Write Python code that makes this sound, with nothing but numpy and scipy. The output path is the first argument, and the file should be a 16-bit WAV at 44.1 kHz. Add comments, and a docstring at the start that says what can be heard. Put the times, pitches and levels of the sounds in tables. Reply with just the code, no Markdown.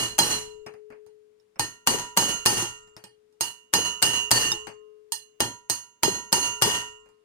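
"""Sharp hammer blows on a steel punch, set against an engine casting on a wooden garage bench.
Each blow cracks, thuds through the bench, sets the casting clanging and leaves thin steel pings
over a low ring. The casting rocks back after hard blows, and the punch ticks as it is moved.
A close camera's limiter ducks the hard blows and lets their tails swell back."""
import sys
import numpy as np
from scipy import signal
from scipy.fft import rfft, irfft, next_fast_len
from scipy.io import wavfile
from scipy.ndimage import uniform_filter1d, minimum_filter1d, map_coordinates

SR = 44100
rng = np.random.default_rng(int(sys.argv[2]) if len(sys.argv) > 2 else 0)


def transcribe(u):
    """Save the signal u as a 16-bit wav file named by the first command-line argument.

    u: samples, shape (n,) or (channels, n), limited to [-1, 1]; the rate is SR.
    q: integer samples, one column per channel.
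    """
    v = np.clip(np.atleast_2d(u).T, -1, 1)
    q = np.round(v * 32767).astype(np.int16)
    wavfile.write(sys.argv[1], SR, q)


N = 319284
PREROLL = SR // 2  # samples ahead of time zero, so the scene can open on a ringing blow


def amp(db):
    """Decibels to gain."""
    return 10 ** (np.asarray(db) / 20)


def curve(points, hz):
    """Read (Hz, value) points along a log frequency axis."""
    f, v = np.transpose(points)
    return np.interp(np.log(hz + 1), np.log(f + 1), v)


def pan(db):
    """Left and right gains; positive dB leans left."""
    return amp(np.multiply.outer([.5, -.5], db))


def add(mix, s, sound):
    """Lay a sound into the mix at a time in seconds."""
    part = mix[:, PREROLL + round(s * SR):][:, :sound.shape[1]]
    part += sound[:, :part.shape[1]]


def ring(hz, gains, t60, phases, length, attack_s, flutter, rate=100):
    """Damped stereo sines; flutter smears each into a cluster of neighbours."""
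    t, place = np.arange(length) / SR, np.arange(length // 100 + 2)
    real, imag = rng.standard_normal((2, len(hz), len(place)))
    rates = np.broadcast_to(rate, hz.shape)
    sway = np.array([np.interp(t * r, place, knots) for r, knots in zip(rates, real + 1j * imag)])
    wave = (1 + flutter * sway) * np.exp((2j * np.pi * hz - np.log(1000) / t60)[:, None] * t)
    return ((gains * np.exp(1j * phases)) @ wave).imag * (1 - np.exp(-t / attack_s))


# Decay of the noise tails. Each row: frequency in Hz, t60 in seconds before stretching.
TAIL_T60 = [(40, 0.97), (150, 0.31), (500, 0.32), (2000, 0.37), (8000, 0.36), (16000, 0.28)]
# Stereo width. Each row: frequency in Hz, left-right likeness (1 is mono).
LIKENESS = [(40, 0.86), (150, 1), (500, 0.21), (2000, 0.012), (8000, 0.014)]
# Stereo lean. Each row: frequency in Hz, pan in dB.
BAND_PAN = [(40, -5), (300, 4.5), (1000, 6), (3000, 6), (9000, -3), (15000, -1)]
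def noise(spectrum, length, stretch=np.inf):
    """Coloured stereo noise, each band dying at its own speed; steady if no stretch is given."""
    hz, t, white = signal.stft(rng.standard_normal((2, length)), SR, nperseg=256)
    width = np.arccos(np.clip(curve(LIKENESS, hz), -1, 1))[:, None] / 2
    mid, side = white[0] * np.cos(width), white[1] * np.sin(width)
    colour = amp(curve(spectrum, hz))
    colour = colour / np.sqrt(np.mean(colour ** 2)) * pan(curve(BAND_PAN, hz))
    fade = amp(-60 * t / (stretch * curve(TAIL_T60, hz)[:, None]))
    bands = np.array([mid + side, mid - side]) * colour[..., None] * fade
    return signal.istft(bands, SR, nperseg=256)[1][:, :length]


# Colour of the garage air. Each row: frequency in Hz, relative density in dB.
AIR_EQ = [(15, -45), (25, -24), (118, -9), (321, -24), (422, 12), (553, -28.5), (1060, -24), (9330, -33.5),
          (15200, -44.5), (16500, -59)]
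def room_tone():
    """A faint, steady bed of air."""
    return amp(-75) * noise(AIR_EQ, PREROLL + N)


# Colour of metal hitting metal. Each row: frequency in Hz, relative density in dB.
CLATTER_EQ = [(180, -27), (300, -10.5), (367, -8.5), (617, -7.5), (954, -3), (2360, -13), (2890, -7.5),
              (3710, -16), (4240, -11.5), (6140, -9.5), (6670, -8.5), (9300, -8), (11800, -11.5),
              (15200, -17), (16500, -44)]
def clatter(length, stretch=np.inf, tilt_db=0):
    """Bright metallic noise, tilted in dB per octave."""
    return noise([(hz, db + tilt_db * np.log2(hz / 2000)) for hz, db in CLATTER_EQ], length, stretch)


# The casting's landings. Each row: start in seconds, pitch in Hz.
LANDINGS = [(1.936, 409), (2.219, 434), (2.526, 357), (3.784, 423), (4.07, 395), (4.362, 377), (6.078, 396),
            (6.375, 383), (6.670, 416)]
def clunks():
    """The casting rocks back onto the bench: a hollow bump with a little clatter."""
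    mix, n = np.zeros((2, PREROLL + N)), SR // 8
    ratios, t60 = np.array([.8, 1, 1.3, 2.1]), np.full(4, .07)
    gains = amp([[-12.5, 12, -1.5, -2], [-9, -14, -11.5, -9.5]])  # left, right
    for s, hz in LANDINGS:
        bump = ring(hz * ratios, gains, t60, np.zeros(4), n, attack_s=0.0037, flutter=1)
        add(mix, s, amp(-19) * (bump + amp(-4.5) * clatter(n, stretch=0.31)))
    return mix


# The casting's modes. Each entry: pitch in Hz.
CLANG_HZ = [117, 190, 345, 838, 929, 1815, 1845, 2514, 2890, 3222, 3467, 3920, 4175, 4403, 4477, 4883, 5250,
            5303, 5730, 6170, 6493, 6602, 7020, 7320, 8050, 8440, 9210, 9570, 11200, 13300]
# The same modes. Each row: relative level in dB, t60 in seconds before stretching.
CLANG_MODES = [(-13.5, 0.33), (-12.5, 0.13), (-8.5, 0.16), (-2, 0.2), (-1.5, 0.18), (-10.5, 0.3),
               (-15.5, 0.35), (-19.5, 0.2), (-2, 0.33), (-12, 0.32), (-15.5, .3), (-8, 0.11), (-9.5, 0.36),
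               (0, 0.07), (-6.5, 0.28), (-3, 0.21), (-5, 0.2), (-8, 0.18), (-14, 0.33), (-8, 0.37),
               (-1.5, 0.14), (-8.5, 0.095), (-9.5, 0.12), (-26.5, 0.67), (-5.5, 0.22), (-2, .2),
               (-9.5, 0.32), (-9.5, 0.31), (-21.5, 0.4), (-17, 0.14)]
def clang(length, stretch, path, tilt_db):
    """Each hit stirs the casting's modes anew; path sets each mode's pan and left-right phase."""
    hz, (db, t60) = np.array(CLANG_HZ), np.transpose(CLANG_MODES)
    scatter, phase = rng.standard_normal((2, len(hz)))
    gains = amp(db + 3 * scatter + tilt_db * np.log2(hz / 2000)) * pan(curve(BAND_PAN, hz) + 5 * path[0])
    phases = np.pi * phase + np.outer([1, -1], 1.397 * path[1] * np.minimum(hz / 600, 1))
    return ring(hz, gains, stretch * t60, phases, length, 0.00047, flutter=2.5, rate=20 + .016 * hz)


# Modes of the punch's tip. Each row: pitch in Hz, relative level in dB, t60 in seconds.
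TIP_MODES = [(5330, 1, 0.041), (8500, -13, 0.029), (13150, -25.5, 0.083), (3720, -14.5, 0.061)]
# Colour of a tick's low knock. Each row: frequency in Hz, relative density in dB.
KNOCK_EQ = [(59, -55.5), (100, -12.5), (417, -9.5), (641, -11), (1880, -17), (2310, -18), (2500, -15.5),
            (3250, -36.5), (5500, -120)]
# Light contacts. Each row: start in seconds, level in dB, knock and clink trims in dB, pan in dB.
CONTACTS = [(0.6633, -39, 0, -4, -1), (0.7383, -53.5, 1, -10.5, -7), (0.9029, -54.5, 5.5, -26, -3),
            (0.923, -59, 9.5, -22, -6), (1.064, -53, -11.5, -31, -8.5), (1.3987, -67.5, -53, -5.5, -17),
            (1.5581, -68, 16, 5.5, -6.5), (2.6232, -17.5, -28.5, -21, -7.5), (2.8744, -54.5, -13, -17, -1),
            (2.9657, -36, -12, -9, 0.5), (3.0395, -34, -20.5, -15, -5.5), (3.326, -63, -30.5, -12.5, -7.5),
            (4.5177, -20, -21.5, 5, -2.5), (4.6698, -32, -8, -38, 7), (7.0586, -60, -1, -24, -6),
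            (7.0891, -55.5, -11, -18.5, -3)]
def ticks(path):
    """The punch and loose parts touch the casting: a click, a little clang, a clink and a knock."""
    mix, n = np.zeros((2, PREROLL + N)), SR // 5
    t = np.arange(n) / SR
    hz, tip_db, t60 = np.transpose(TIP_MODES)
    for s, db, knock_db, clink_db, pan_db in CONTACTS:
        click = (amp(-20) + amp(-6 - 60 * t / 0.0061)) * clatter(n, stretch=0.47)
        body = amp(-25) * clang(n, 0.8, path, tilt_db=-2.5)
        phases = np.pi * rng.standard_normal((2, len(hz)))
        clink = ring(hz, amp([tip_db, tip_db]), t60, phases, n, attack_s=0.00037, flutter=1.4, rate=250)
        knock = amp(knock_db) * noise(KNOCK_EQ, n, stretch=0.53)
        add(mix, s, amp(db) * pan(pan_db)[:, None] * (click + body + amp(clink_db) * clink + knock))
    return mix


# Where the low ring falls away until the next blow. Each entry: start in seconds.
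LOW_RING_FADES = [1.03, 4.915, 6.87]
def low_ring(hz=425.5, swell_s=0.31, sag_db_per_s=9.5, fade_db=17, fade_s=0.66):
    """One slightly unsteady tone, far to the left; every hammer blow sets it ringing anew."""
    starts, db = np.transpose(HAMMER_BLOWS)[[0, -1]]
    t = (np.arange(PREROLL + N) - PREROLL) / SR
    last = np.maximum(np.searchsorted(starts, t) - 1, 0)
    fade = sum((starts[last] < at) * np.clip((t - at) / fade_s, 0, 1) for at in LOW_RING_FADES)
    target_db = db[last] - sag_db_per_s * (t - starts[last]) - fade_db * fade
    pole = np.exp(-1 / (swell_s * SR))
    lagging_db = signal.lfilter([1 - pole], [1, -pole], target_db - db[0]) + db[0]
    level_db = np.minimum(target_db, lagging_db + sag_db_per_s * swell_s)  # slow up, fast down
    drift = map_coordinates(rng.standard_normal(80), [np.linspace(0, 79, len(t))])
    phase = 2 * np.pi * hz * t + .3 * drift - np.array([[1.6], [0]])
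    return amp(uniform_filter1d(level_db, SR // 50)) * pan(16.6)[:, None] * np.sin(phase)


# The long steel rings. Each entry: pitch in Hz.
PING_HZ = [971, 1060, 1239, 1388, 1875, 2817, 2900, 2937, 4239, 6424, 6526]
# The same rings. Each row: relative level in dB, t60 in seconds, pan in dB,
# left phase lead in radians, family (0 first, 1 second).
PING_MODES = [(-17.5, 0.52, -10, 0.5, 1), (-38, 0.92, -8, -1.5, 0), (-36, 1, 2, 2.1, 0),
              (-25.5, 0.61, 1, 1.5, 1), (-18, 0.47, -0.5, 2.03, 1), (-8, 0.55, -12.5, 3.5, 0),
              (-10, 0.25, -5, 2, 1), (-7, 0.46, -11.5, -2, 0), (-15.5, 0.3, 5, 2.4, 1),
              (-15.5, 0.42, -15, 4, 0), (-1, 0.39, -7.5, -2, 1)]
def steel_pings(first_db, second_db):
    """Struck steel rings on in two families of thin tones, each at its own level."""
    hz, (db, t60, pan_db, lead, family) = np.array(PING_HZ), np.transpose(PING_MODES)
    scatter, phase = rng.standard_normal((2, len(hz)))
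    gains = amp(db + np.where(family > .5, second_db, first_db) + 3 * scatter) * pan(pan_db)
    phases = np.pi * phase + np.outer([.5, -.5], lead)
    return ring(hz, gains, t60, phases, 4 * SR // 5, attack_s=0.0084, flutter=0.24, rate=23)


# Colour of the wooden bench. Each row: frequency in Hz, relative density in dB.
BENCH_EQ = [(15, -46), (30, -16), (55, 0), (86, -6), (114, 4), (275, -8), (330, -0.5), (700, -13),
            (910, -41.5), (1540, -120)]
def bench_thud(t, stretch):
    """The bench takes the blow with a soft-edged, bassy thump."""
    return (1 - np.exp(-t / 0.012)) * noise(BENCH_EQ, len(t), stretch)


# Tail lengths. Each entry: one blow's factor on the decay of its clatter, clang and thud.
BLOW_STRETCH = [0.86, 0.92, 0.88, 0.87, 0.95, 0.97, 0.89, 0.95, 0.93, 0.88, 0.7, 0.83, 0.87, 0.93, 0.96,
                0.93]
# The blows. Each row: start in seconds, strength in dB, trims in dB for the thud, first pings and
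# second pings, pan in dB, level of the low ring in dB.
HAMMER_BLOWS = [(-.1, 4.5, -10, -23.5, -16, -4, -49), (0.1881, 5.5, -10.5, -22, -12, -4, -43),
                (1.5947, -23.5, -10, -15, 0, -3, -65.5), (1.8722, -4, -9, -14, -7.5, 0, -55),
                (2.1728, 0.5, -10, -10.5, -7, -4, -54.5), (2.4598, 2.5, -11, -11, -6, -2, -56.5),
                (3.4084, -24, -20.5, -4.5, -5, -5, -67), (3.7370, -5, -10.5, -1, -7, -2.5, -56),
                (4.0252, 0.5, -11.5, -2.5, -11, -1, -45.5), (4.3137, 6.5, -13, -4, -16, -1.5, -46),
                (5.1205, -29, -39.5, -7, -21.5, -6, -62.5), (5.404, -20.5, -5, -17, 1, -4.5, -65),
                (5.698, -24, -20, -15, -3.5, -6, -75), (6.0327, -10.5, -4.5, -12.5, 1, -8.5, -53),
                (6.3268, -2.5, -12, -11, -2, -3, -49), (6.6209, 0, -11.5, -7, -7, 1, -51.5)]
def hammer(path, lead_in_ahead_s=0.0038, lead_in_peak_s=0.02):
    """The hammer meets the punch: crack, clatter, clang, thud and pings."""
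    mix, n = np.zeros((2, PREROLL + N)), SR // 2
    t = np.arange(n) / SR
    crack = 1 + amp(10 - 60 * t / 0.019)
    lead_in_shape = np.exp(-np.abs(t[:SR // 25] - lead_in_peak_s) / 0.0013)
    for (s, db, thud_db, first_db, second_db, pan_db, _), stretch in zip(HAMMER_BLOWS, BLOW_STRETCH):
        tilt_db = -1.42 - 0.1286 * thud_db  # the less a blow reaches the bench, the brighter it is
        metal = crack * amp(-5.5) * clatter(n, stretch, tilt_db)
        metal += amp(-14) * clang(n, stretch, path, tilt_db)
        thud = amp(thud_db) * bench_thud(t, stretch)
        add(mix, s, amp(db) * (pan(pan_db)[:, None] * metal + thud))
        add(mix, s, steel_pings(db + first_db, db + second_db))
        # a faint, brief puff of hiss just ahead of each crack
        lead_in_hiss = lead_in_shape * clatter(len(lead_in_shape), tilt_db=tilt_db)
        add(mix, s - lead_in_ahead_s - lead_in_peak_s, amp(1.8 * db - 8) * lead_in_hiss)
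    return mix


def limiter(x, threshold_db=-17, slope=0.8, hold_s=0.094, held_share=0.16, follow_s=0.02):
    """Peaks pull the gain down; part is held for a moment, part follows the level back up."""
    def deepest(db, seconds):
        half = int(seconds * SR / 2)
        return minimum_filter1d(db, 2 * half + 1, origin=half)
    power = np.abs(uniform_filter1d(np.max(x ** 2, 0), int(0.021 * SR) + 1))
    duck_db = -slope * np.maximum(10 * np.log10(power + 1e-12) - threshold_db, 0)
    gain_db = held_share * deepest(duck_db, hold_s) + (1 - held_share) * deepest(duck_db, follow_s)
    return x * amp(uniform_filter1d(gain_db, int(0.001 * SR) + 1))


# Level jumps about a tenth of a second after a blow. Each row: time in seconds, jump in dB.
LEVEL_JUMPS = [(.299, 3.5), (1.984, 4), (2.282, 2.5), (2.568, 4), (3.519, -2.5), (3.847, 5), (4.132, 3.5),
               (6.143, 4.5), (6.426, 5), (6.735, 2)]
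def level_ride(sag_s=0.097, jump_s=.003):
    """The level sags, then snaps back up; a negative jump swells and snaps down."""
    t = np.arange(N) / SR
    return amp(-sum(db * np.interp(t, [s - sag_s, s, s + jump_s], [0, 1, 0]) for s, db in LEVEL_JUMPS))


def scene():
    """All layers through the limiter, then the level ride."""
    path = rng.standard_normal((2, len(CLANG_MODES)))  # one stereo image for every clang
    mix = room_tone() + hammer(path) + ticks(path) + clunks() + low_ring()
    return level_ride() * limiter(mix)[:, PREROLL:]


def record(dry):
    """The camera rounds off the highest peaks and keeps nothing above its band limit."""
    ceiling, top_hz = .8, 16300
    size = next_fast_len(N + SR // 2)
    hz = np.fft.rfftfreq(size, 1 / SR)
    rounded = ceiling * np.tanh(dry / ceiling)
    return irfft(rfft(rounded, size) * (hz < top_hz), size)[:, :N]


dry = scene()
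out = record(dry)
transcribe(out)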